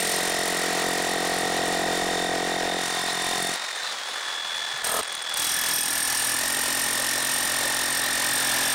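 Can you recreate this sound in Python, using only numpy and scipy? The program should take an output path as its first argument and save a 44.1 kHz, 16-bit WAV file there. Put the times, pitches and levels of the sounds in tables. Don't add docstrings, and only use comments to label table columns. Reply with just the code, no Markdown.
import sys
import numpy as np
from scipy import signal
from scipy.fft import rfft, irfft
from scipy.io import wavfile
from scipy.ndimage import uniform_filter1d

SR = 44100
rng = np.random.default_rng(int(sys.argv[2]) if len(sys.argv) > 2 else 0)


def attenuation_scalar(level_db):
    decades = np.asarray(level_db, float) / 20
    return 10 ** decades


def transcribe(u):
    v = np.clip(np.atleast_2d(u).T, -1, 1)
    q = np.round(v * 32767).astype(np.int16)
    wavfile.write(sys.argv[1], SR, q)


N = 385434
T = np.arange(N) / SR
SCENE_CHANGE_S = 5.012
SECOND_SIDE = (T > 4.2).astype(int)
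USUAL_DB = -35


def columns(rows):
    s, *values = np.transpose(rows)
    return [np.interp(T, s, v) for v in values]


def evened(x):
    return x / np.sqrt(np.mean(x ** 2) + 1e-20)


def filtered(x, order, hz, kind):
    return signal.sosfilt(signal.butter(order, hz, kind, fs=SR, output="sos"), x)


def coloured(x, points):
    f, level_db = np.transpose(points)
    hz = np.fft.rfftfreq(len(x), 1 / SR)
    gain_db = np.interp(np.log(hz + 1), np.log(f + 1), level_db)
    return irfft(rfft(x) * attenuation_scalar(gain_db), len(x))


def band_evened(x, lo_hz, hi_hz):
    power = filtered(x, 4, [lo_hz, hi_hz], "bandpass") ** 2
    smooth = uniform_filter1d(uniform_filter1d(power, 4000), 4000)
    return x / np.sqrt(abs(smooth) + 1e-12)


def drift(seconds):
    size = round(seconds * SR)
    return evened(uniform_filter1d(uniform_filter1d(rng.standard_normal(N), size), size))


def modes(x, table, spans, wander=0., flip=1):
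    out = np.zeros(N)
    sway = wander * drift(0.012)
    for k, ((hz, width, db), (start, end)) in enumerate(zip(table, spans)):
        a, b = max(round(start * SR), 0), min(round(end * SR), N)
        own_sway = np.roll(sway, k * SR // 2)[a:b]
        carrier = np.exp(2j * np.pi * np.cumsum(hz * (1 + own_sway)) / SR)
        decay = np.exp(-np.pi * width / SR)
        ringing = (carrier * signal.lfilter([1j], [1, -decay], x[a:b] / carrier)).real
        out[a:b] += flip ** k * attenuation_scalar(db) * np.sqrt(width) * ringing
    return out


def lobe(turns, place, length):
    off = (turns - place + .5) % 1 - .5
    return off, np.exp(-.5 * (off / length) ** 2)


def eased():
    moment_s, length_s, dip_db = 5.81, 0.035, -6
    return dip_db * np.exp(-.5 * ((T - moment_s) / length_s) ** 2)


def crank():
    # start in seconds, crank speed in turns per second held from then on.
    speed_steps = [(0, 44.161), (.9, 44.114), (1.6, 44.177), (2.9, 44.025), (3.3, 44.175), (3.5, 44.708),
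                   (3.74, 43.056), (3.92, 41.9), (3.97, 40.1), (4.07, 41.63), (4.2, 41.366),
                   (5.012, 41.316), (5.6, 41.178), (6.33, 42.857), (6.4, 44.66), (6.65, 44.082),
                   (7.2, 44.2), (8.4, 43.382)]
    s, per_s = np.transpose(speed_steps)
    held = per_s[np.searchsorted(s, T, "right") - 1]
    settle_s = .09
    speed = uniform_filter1d(held, round(settle_s * SR), mode="nearest")
    return -.11 + np.cumsum(speed) / SR + .22 * (T >= SCENE_CHANGE_S)


def site(x):
    t = np.arange(SR // 4) / SR
    tail = rng.standard_normal(len(t)) * attenuation_scalar(-60 * t / 0.27) * (t > .012)
    tail = coloured(tail, [(120, -12), (900, -12), (2000, -4), (4000, -4), (9000, -12)])
    return signal.fftconvolve(x, tail / np.linalg.norm(tail))[:N]


def footfall():
    t = np.maximum(T - 4.735, 0)
    return attenuation_scalar(-44) * np.sin(2 * np.pi * 135 * t) * (t / 0.016) * np.exp(1 - t / 0.011)


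def taps():
    # start in seconds, peak level in dB.
    single_strokes = [(3.712, -31), (3.7589, -34), (3.9938, -39), (4.7775, -26), (5.03, -22), (5.0769, -28),
                      (5.1248, -20.5), (5.151, -19), (5.223, -24), (5.2954, -24), (5.340, -16)]
    drive = np.zeros(N)
    spit = np.exp(-np.arange(400) / 57.0)
    for s, db in single_strokes:
        at = round(s * SR)
        drive[at:at + 400] += attenuation_scalar(db) * spit * rng.standard_normal(400)
    click = coloured(drive, [(1500, -25), (5000, 0), (16000, -3)])
    ping = modes(drive, [(8730, 180, 0.051)], [(0, N / SR)])
    return attenuation_scalar(-12) * click + attenuation_scalar(-34.5) * ping


def clatter(throb):
    # resonance in Hz, width in Hz, level in dB.
    housing_parts = [(218, 20, -21.5), (547, 43, -13), (1465, 80, -35), (3960, 250, -2.5),
                     (5280, 260, -4.5), (6300, 200, -16), (9800, 200, -16)]
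    knocks = rng.standard_normal(N) * attenuation_scalar(throb + 7.0 * drift(0.0013))
    total = np.zeros(N)
    for part in housing_parts:
        total += attenuation_scalar(6.6 * drift(0.077)) * modes(knocks, [part], [(0.0075, N / SR)], 0.006)
    return evened(total)


def motor_hiss(turns, throb_db):
    # frequency in Hz, noise density in dB per Hz.
    hiss_colour = [(30, -65), (165, -29), (344, -17), (560, -8.5), (780, -5), (1000, -5), (1750, -4.5),
                   (2800, -10), (3900, -7), (5200, -11), (7000, -14.5), (9300, -17), (10800, -31),
                   (15800, -32)]
    throb = -1.6 * lobe(turns, .42, 0.15)[1] - 1.6 * lobe(turns, 0.99, 0.017)[1]
    hiss = band_evened(coloured(rng.standard_normal(N), hiss_colour), 2050, 3500)
    hiss = hiss * attenuation_scalar(throb_db * throb + 1.66 * drift(0.003))
    return hiss + attenuation_scalar(-5.0) * clatter(throb_db * throb)


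def motor():
    # time in seconds, load on the teeth in dB, lean of the mesh toward its octave in dB.
    tooth_load = [(0, -27.5, -12), (1.5, -29.5, -8), (2.2, -30.5, -2), (2.4, -32, -4), (3.5, -33.5, 3.5),
                  (3.62, -38, -1.5), (3.85, -39.5, 4), (4.02, -55, 17.5), (4.12, -39, 4.5),
                  (4.6, -37.5, 7.5), (4.98, -33, -1.5), (5.04, -46, 10.5), (5.45, -42, 12),
                  (5.58, -29.5, -3), (5.8, -33.5, -2), (5.92, -29, -16), (7.2, -28, -10.5),
                  (8.74, -23, -4.5)]
    gear_push = [(0, 0.87, 0.08, 1, 0.27), (3.5, 0.76, 0.16, 0.82, 0.16), (3.7, .75, 0.11, .68, 0.09),
                 (5.3, 0.72, 0.11, 0.64, 0.09), (5.9, 0.8, .08, 0.7, 0.22), (6.4, 0.85, 0.11, 0.74, 0.11),
                 (8.74, 0.81, 0.07, 0.93, 0.06)]
    # time in seconds, return-stroke share of the octave (0-1), high tooth orders in dB, hiss throb in
    # dB.
    return_stroke = [(0, 0, 1, -2), (2.7, 0, -5.5, 0), (3.5, 0, -7, 1), (3.7, 0.8, -0.5, 1.5),
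                     (4.1, 0.77, -19, 1), (5.3, 0.95, -14, 4), (5.5, 0, -9, 0), (6.3, 0.3, 6, 4.5),
                     (6.5, 0.8, 7, 4.5), (8.74, 0.4, -9, -4.5)]
    # time in seconds, whine in cycles per turn, octave in cycles per turn.
    tooth_rate = [(0, 43, 82.7), (3.4, 42.8, 82.2), (3.68, 42, 81.6), (3.82, 42, 83.6), (4.0, 42, 81.8),
                  (4.12, 42, 83.4), (4.25, 42, 82.6), (4.8, 42, 82.6), (4.95, 41, 80.5), (5.1, 41.5, 82.6),
                  (5.6, 42.4, 82.2), (6.2, 42.6, 82), (6.4, 41.3, 82.5), (8.25, 41, 81.5),
                  (8.4, 40.2, 81.7), (8.74, 40.3, 82)]
    turns = crank()
    load_db, lean_db = columns(tooth_load)
    cycles, cycles2 = columns(tooth_rate)
    place, length, place2, length2 = columns(gear_push)
    back, high_db, throb_db = columns(return_stroke)

    slack = 0.27 * np.maximum(-33.5 - load_db, 0)
    whine_db = load_db + slack * drift(0.026)
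    octave_db = load_db + lean_db
    hiss_db = -35 + 0.057 * (load_db - USUAL_DB) + .8 * drift(.03) + eased()

    off, bell = lobe(turns, place, length)
    after, echo = lobe(turns, place + .24, 0.023)
    whine = bell * np.sin(2 * np.pi * cycles * off)
    whine = whine + 1.73 * echo * np.sin(2 * np.pi * cycles * after)

    off, bell = lobe(turns, place2, length2)
    after, echo = lobe(turns, place2 + .5, length2)
    octave = bell * np.sin(2 * np.pi * cycles2 * off + 0.48 * drift(0.0043))
    octave = octave + back * echo * np.sin(2 * np.pi * cycles2 * after + 0.12 * drift(0.0056))
    high = np.zeros(N)
    for order, db in ((3, 4.0), (4, 4.5), (5, 2)):
        high += attenuation_scalar(db) * np.sin(np.pi * order * cycles2 * off + 2.8 * drift(0.0092))
    octave = evened(octave) * attenuation_scalar(1.2 * drift(0.05)) + attenuation_scalar(high_db) * evened(bell * high)

    whine = attenuation_scalar(whine_db - 2.5 + 0.5 * drift(0.02)) * evened(whine)
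    return whine + attenuation_scalar(octave_db - 3.0) * octave + attenuation_scalar(hiss_db - 4.0) * motor_hiss(turns, throb_db)


def ground_shake(hit):
    shake = filtered(hit + 0.016 * rng.standard_normal(N), 2, [30, 100], "bandpass")
    return attenuation_scalar(-65 + 16 * SECOND_SIDE) * evened(shake)


def air_push(hit, luck):
    # resonance in Hz, width in Hz, level in dB.
    low_modes = [(193, 34, 32), (270, 270, -18), (127.6, 13, 6.5), (262, 38, 6.5)]
    low_spans = [(0, 4), (0, 4), (5.9, 9), (4, 9)]
    late_s = [0.0046, 0.00603]
    push = modes(hit * attenuation_scalar(0.22 * luck[:, 1]), low_modes, low_spans)
    first, second = [np.roll(push, round(s * SR)) for s in late_s]
    low = filtered(np.where(SECOND_SIDE, second, first), 4, 145, "highpass")
    return band_evened(low, 110, 280)


def ground_thud(hit, luck, rattle):
    # resonance in Hz, width in Hz, level in dB.
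    thud_modes = [(348, 145, 5), (473, 57, 2), (665, 53, -3.5), (565, 99, 0.5), (712.6, 60, 6),
                  (813, 24, -6.5), (435, 230, 4.5), (1032, 39, 2.5), (434, 43, -2.5), (670, 160, 9),
                  (1026, 95, 5.5), (1268, 64, 4.5), (351, 97, -2.5), (610, 81, 3), (825, 50, 2),
                  (1004, 83, -0.5)]
    thud_spans = [(0, 2.82), (0, 2.82), (0, 2.82), (0, .64), (0, 3.6), (1, 2.82), (2.82, 3.6), (2.82, 3.4),
                  (4.5, 5.2), (4.5, 5.2), (4.5, 5.2), (4.5, 5.2), (5.2, 9), (6.4, 9), (5.2, 9), (5.2, 9)]
    at = np.flatnonzero(hit)
    loose = 1 + (T[at] < .64)
    slip = .00017 * SR * luck[at, 2] * attenuation_scalar(5 * drift(.08)[at]) * loose
    slipped = np.zeros(N)
    slipped[np.clip(at + abs(slip).astype(int), 0, N - 1)] = 1
    grind = np.array([.012, .05])[SECOND_SIDE] * rattle * rng.standard_normal(N)
    thud = modes(slipped * attenuation_scalar(1.6 * luck[:, 0]) + grind, thud_modes, thud_spans, 0.016, flip=-0.96)
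    return band_evened(filtered(thud, 4, 145, "highpass"), 300, 900)


def steel_ring(hit, luck, part, rattle):
    # resonance in Hz, width in Hz, level in dB.
    steel_modes = [(4470, 180, -6), (5800, 120, -15), (8760, 150, 6), (8860, 870, 0), (9460, 52, -11),
                   (12300, 220, -4), (3980, 670, -13.5), (5610, 290, -1), (5930, 100, -10), (8706, 180, 3),
                   (9130, 140, -1.5), (9800, 42, -10), (12380, 140, -4.5), (12530, 350, -4)]
    steel_spans = [(0, 4), (0, 4), (0, .3), (0, 4), (1.9, 4), (0, .25), (4, 9), (5.2, 9), (5.45, 5.82),
                   (4, 9), (5.8, 9), (4.93, 6.35), (4, 7.55), (7.55, 9)]
    strike = np.array([.3, 6.5])[SECOND_SIDE] * hit * attenuation_scalar(3.3 * luck[:, 0])
    ring = modes(strike + rattle * rng.standard_normal(N), steel_modes, steel_spans, 0.0087)
    gripped = uniform_filter1d(1. * (part > .4), size=80)
    return band_evened(ring * attenuation_scalar(-2 * SECOND_SIDE * gripped), 8200, 10000)


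def grit_spray(luck, part):
    # frequency in Hz, noise density in dB per Hz.
    grit_colours = [
        [(300, 14), (900, 12), (2500, 13.5), (6000, 13.5), (10000, 11.5), (12000, -4.5), (15500, -2.5)],
        [(300, -4), (900, 14.5), (2500, 12.5), (6000, 12.5), (10000, 11), (12000, -1), (15500, -1.5)],
    ]
    late = lobe(part, 0.18, 0.18)[1] * (part < .7)
    spray = late + 1.26 * np.exp(-part / 0.069) + 0.16
    spray = spray * attenuation_scalar(0.66 * luck[:, 2] + 0.92 * drift(0.00059))
    noise = rng.standard_normal(N)
    first, second = [coloured(spray * noise, points) for points in grit_colours]
    return band_evened(np.where(SECOND_SIDE, second, first), 10800, 15500)


def blows():
    # time in seconds, force into the ground in dB,
    # freedom of the steel to ring in dB.
    bites = [
        [(0, -27.5, -31), (.25, -30.5, -34.5), (1.4, -29, -42), (1.7, -26.5, -42), (2.75, -31.5, -52.5),
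         (2.87, -40, -41), (3.13, -36.5, -48.5), (3.47, -34, -37), (3.56, -51, -41)],
        [(4.838, -40, -27), (4.93, -28.5, -27.5), (5.012, -26.5, -24)],
        [(5.36, -59, -30), (5.41, -52, -25.5), (5.6, -48.5, -27), (6.3, -42, -25), (6.75, -38, -26.5),
         (7.3, -39.5, -24.5), (8.07, -40, -30), (8.55, -35, -21), (8.74, -36.5, -25)],
    ]
    # air push in dB, grit in dB, both at the usual force and freedom.
    footing = [
        (-49, -46),
        (-59, -47.5),
        (-39, -45.5),
    ]
    lurch_db = [0.33, 0.76, 2, 1.76]
    turns = crank() - .02
    count = (np.floor(turns) - np.floor(turns[0])).astype(int)
    part = turns % 1
    luck = rng.standard_normal((count[-1] + 1, 3))[count]
    hit = np.diff(count, prepend=0) * 1.
    rattle = np.exp(-part / 0.16) * attenuation_scalar(2.5 * luck[:, 1]) + 0.04
    rattle = rattle * attenuation_scalar(2.66 * drift(0.00061))
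    layers = np.array([air_push(hit, luck), ground_thud(hit, luck, rattle),
                       steel_ring(hit, luck, part, rattle), grit_spray(luck, part)])
    lurch = np.array([db * drift(0.065) for db in lurch_db])
    out = np.zeros(N)
    for rows, (push_db, grit_db) in zip(bites, footing):
        force, free = columns(rows)
        levels = np.array([push_db + force - USUAL_DB, force + 5.0, free + 2.74,
                           grit_db + 0.63 * (free - USUAL_DB) + eased()])
        within = 1. * ((T >= rows[0][0]) & (T <= rows[-1][0]))
        biting = uniform_filter1d(within, 60, mode="nearest")
        out += biting * (attenuation_scalar(levels + lurch) * layers).sum(0)
    contact = np.clip(40 * uniform_filter1d(abs(out), 2000), .05, 1)
    return out + ground_shake(hit) * contact


def scene():
    struck, first = blows(), T < SCENE_CHANGE_S
    echoes = attenuation_scalar(-15) * (first * site(struck * first) + site(struck * ~first))
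    return (motor() + struck + echoes + taps() + footfall())[None]


def low_pass(x):
    return signal.sosfilt(signal.butter(12, 15940, fs=SR, output="sos"), x)


def record(dry):
    # frequency in Hz, change of level in the bass in dB.
    bass_dip = [(45, -5), (85, -6), (130, -1), (180, -0.04)]
    clip_level, edge_hz = .088, 15850
    clipped = np.clip(dry, -clip_level, clip_level)
    thinned = coloured(clipped[0], bass_dip)[None]
    lowpass = signal.firwin(801, edge_hz, window=("kaiser", 10), fs=SR)[None]
    limited = signal.oaconvolve(thinned, lowpass, "same")
    return low_pass(limited)


dry = scene()
out = record(dry)
transcribe(out)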